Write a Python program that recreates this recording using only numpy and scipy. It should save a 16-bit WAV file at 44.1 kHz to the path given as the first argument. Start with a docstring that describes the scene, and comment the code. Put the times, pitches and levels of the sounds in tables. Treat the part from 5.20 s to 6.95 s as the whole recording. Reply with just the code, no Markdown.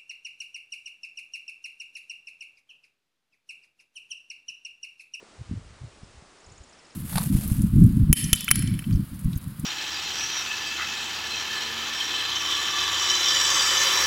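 """A light breeze on the microphone in an open forest clearing: eddies strike it with short low thumps
over a gusting rumble, while distant trees hiss steadily. A small bird, faint at the microphone,
whistles a high trill of alternating falling and rising chirps. There is one soft knock at the start,
and the camera adds a thin whine throughout."""
import sys
import numpy as np
from scipy import signal
from scipy.fft import rfft, irfft
from scipy.io import wavfile

SR = 44100
rng = np.random.default_rng(int(sys.argv[2]) if len(sys.argv) > 2 else 0)


def wav_out(sig):
    """Save sig, one row per channel (or a flat mono array), as 16-bit PCM at SR to the path in sys.argv[1]."""
    wavfile.write(sys.argv[1], SR, np.round(np.clip(np.atleast_2d(sig).T, -1, 1) * 32767).astype(np.int16))


N = 77175


def undb(db):
    """Decibels to gain."""
    return 10 ** (np.asarray(db) / 20)


def times():
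    """Time of each sample in seconds."""
    return np.arange(N) / SR


def wander(rate):
    """Smooth random drift with spread 1 that changes about rate times a second."""
    f = np.arange(N + 1) * SR / (2 * N)
    drift = irfft(rfft(rng.standard_normal(2 * N)) * np.exp(-(f / rate) ** 2))
    return drift[:N] / drift.std()


def noise(spectrum):
    """Noise of rms 1, shaped by (f/Hz, level/dB) points."""
    hz, db = np.array(spectrum).T
    f = np.maximum(np.arange(N // 2 + 1) * SR / N, 1)
    gain = undb(np.interp(np.log(f), np.log(hz), db))
    shaped = irfft(rfft(rng.standard_normal(N)) * gain, N)
    return shaped / shaped.std()


def bell(t, width):
    """A smooth swell around t = 0, its width taken at half height."""
    return np.exp2(-(2 * t / width) ** 2)


# Spectrum of the trees, heard from the clearing: f/Hz, relative level/dB
TREE_SPECTRUM = [(20, -6), (100, -17.5), (170, -2.5), (270, 0), (500, -1), (700, -2.5), (1000, -4),
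                 (1250, -3), (1500, -6), (2200, -7.5), (3200, -10), (4300, -10.5), (5300, -11),
                 (6200, -12.5), (7200, -13), (8500, -15), (10000, -19.5)]

def distant_trees(level_db=-55, swell_db=0.05, flicker_db=1.13, sag_db_per_s=0.5, sag_below_hz=4100):
    """Wind hisses in far trees: the bands below the top treble flicker a little and slowly ease off."""
    remaining = noise(TREE_SPECTRUM)
    shared_db = swell_db * wander(0.87)
    sag_db = -sag_db_per_s * (times() - times().mean())
    bands = 0
    for hz in (250, 500, 1000, 2000, 4000):
        band = signal.sosfiltfilt(signal.butter(2, hz, fs=SR, output="sos"), remaining)
        remaining = remaining - band
        band_sag_db = sag_db / (1 + (hz / sag_below_hz) ** 4)
        bands = bands + band * undb(shared_db + band_sag_db + flicker_db * wander(6))
    return undb(level_db) * (bands + remaining)


# Tones of the camera, right by the microphone: f/Hz, rms level/dB
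WHINE_TONES = [(7866, -81.5), (8931, -93), (8962, -85)]

def camera_whine():
    """The camera gives off thin, steady tones."""
    return sum(np.sqrt(2) * undb(db) * np.sin(2 * np.pi * hz * times()) for hz, db in WHINE_TONES)


# Spectrum of the wind on the microphone: f/Hz, relative level/dB
RUMBLE_SPECTRUM = [(12, -23), (25, -0.5), (50, 0), (90, 1), (140, -9), (220, -14), (400, -35.5), (900, -59)]
# Rumble as the gusts pass: t/s, level/dB
GUST_LEVELS = [(0, -85), (0.151, -66.5), (.22, -57), (.35, -46.5), (0.449, -50.5), (.54, -53), (.59, -59),
               (.65, -57), (.73, -63), (.84, -54), (.99, -71), (1.08, -63), (1.22, -81), (1.27, -52),
               (1.41, -60), (1.53, -66), (1.62, -78), (1.75, -65)]

def wind_rumble():
    """Air flowing over the microphone rumbles, rising and falling with the gusts."""
    gust_s, gust_db = np.array(GUST_LEVELS).T
    return noise(RUMBLE_SPECTRUM) * undb(np.interp(times(), gust_s, gust_db))


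# Spectrum of the fine flutter inside a thump: f/Hz, relative level/dB
FLUTTER_SPECTRUM = [(60, -1), (150, 0.5), (300, -2.5), (500, -15), (900, -23), (2000, -62)]

def thump(at, db, width, hz, pitch_scatter=0.16, fall_over_rise=0.89, flutter_db=-20.5):
    """A brief swell of pressure swings unevenly for a cycle or two, with finer flutter inside."""
    t = times() - at
    pitch_hz = hz * np.exp(pitch_scatter * wander(hz))
    phase = 2 * np.pi * (np.cumsum(pitch_hz) / SR + rng.random())
    envelope = undb(db) * bell(np.where(t > 0, t / fall_over_rise, t), width)
    return envelope * (np.sin(phase) + undb(flutter_db) * noise(FLUTTER_SPECTRUM))


def knock():
    """One soft knock, higher in pitch than the wind's thumps."""
    return thump(at=0.02946, db=-39, width=0.0039, hz=480)


# Eddies at the microphone: t/s, peak level/dB, width/s, f/Hz
EDDIES = [(0.199, -37, 0.019, 97.6), (0.216, -29, .014, 88.2), (0.297, -31, 0.007, 103),
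          (0.315, -19, 0.0045, 170), (0.326, -25, 0.013, 105), (.338, -25.5, 0.0067, 160),
          (0.353, -35.5, .009, 130.8), (0.373, -28, 0.023, 97), (0.398, -40, 0.0038, 145),
          (0.481, -46, 0.018, 66.6), (.507, -41.5, 0.0044, 124), (0.532, -51.5, 0.019, 83),
          (0.619, -33.5, 0.011, 84), (0.647, -32.5, 0.023, 116), (0.677, -38.5, 0.012, 92),
          (0.834, -31.5, 0.0046, 132.4), (0.899, -49, .01, 94), (0.954, -49, 0.021, 99.9),
          (0.983, -43.5, 0.029, 76.3), (1.025, -44, 0.0076, 149.6), (1.307, -43.5, 0.0036, 119.6),
          (1.32, -44.5, 0.011, 98.3), (1.412, -39.5, 0.014, 69.8)]

def wind_buffets():
    """Each eddy that hits the microphone makes one low thump."""
    return sum(thump(*eddy) for eddy in EDDIES)


def chirps(table, centre_hz, sweep_hz_per_s, width_s):
    """Short pure whistles, each gliding through a slightly different centre pitch."""
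    whistles = 0
    for at, db in table:
        t = times() - at
        hz = centre_hz * (1 + 0.012 * rng.standard_normal())
        phase = 2 * np.pi * (hz * t + 0.5 * sweep_hz_per_s * t ** 2)
        whistles = whistles + undb(db) * bell(t, width_s) * np.sin(phase)
    return whistles


# The bird's downward and upward chirps: t/s, relative peak level/dB
DOWN_CHIRPS = [(.844, -55), (1.019, -59.5), (1.071, -61), (1.187, -58), (1.247, -51), (1.303, -53),
               (1.363, -56), (1.420, -57), (1.477, -58), (1.534, -50.5), (1.594, -51.5), (1.652, -52),
               (1.708, -52.5)]
UP_CHIRPS = [(.983, -58), (1.207, -54), (1.266, -49.5), (1.323, -48.5), (1.382, -46.5), (1.439, -48),
             (1.497, -52), (1.671, -59), (1.730, -57)]

def bird_trill(gain_db=-1):
    """A small bird trills faintly, alternating falling and rising chirps."""
    falling = chirps(DOWN_CHIRPS, centre_hz=5250, sweep_hz_per_s=-92000, width_s=0.009)
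    rising = chirps(UP_CHIRPS, centre_hz=6930, sweep_hz_per_s=92000, width_s=0.007)
    return undb(gain_db) * (falling + rising)


def scene():
    """The clearing as it reaches one microphone, in mono."""
    background = distant_trees() + camera_whine() + wind_rumble()
    return (background + knock() + wind_buffets() + bird_trill())[None]


def record(dry):
    """The camera cuts the treble steeply above 10050 Hz."""
    return signal.sosfilt(signal.ellip(10, 0.2, 60, 10050, fs=SR, output="sos"), dry)


dry = scene()
out = record(dry)
wav_out(out)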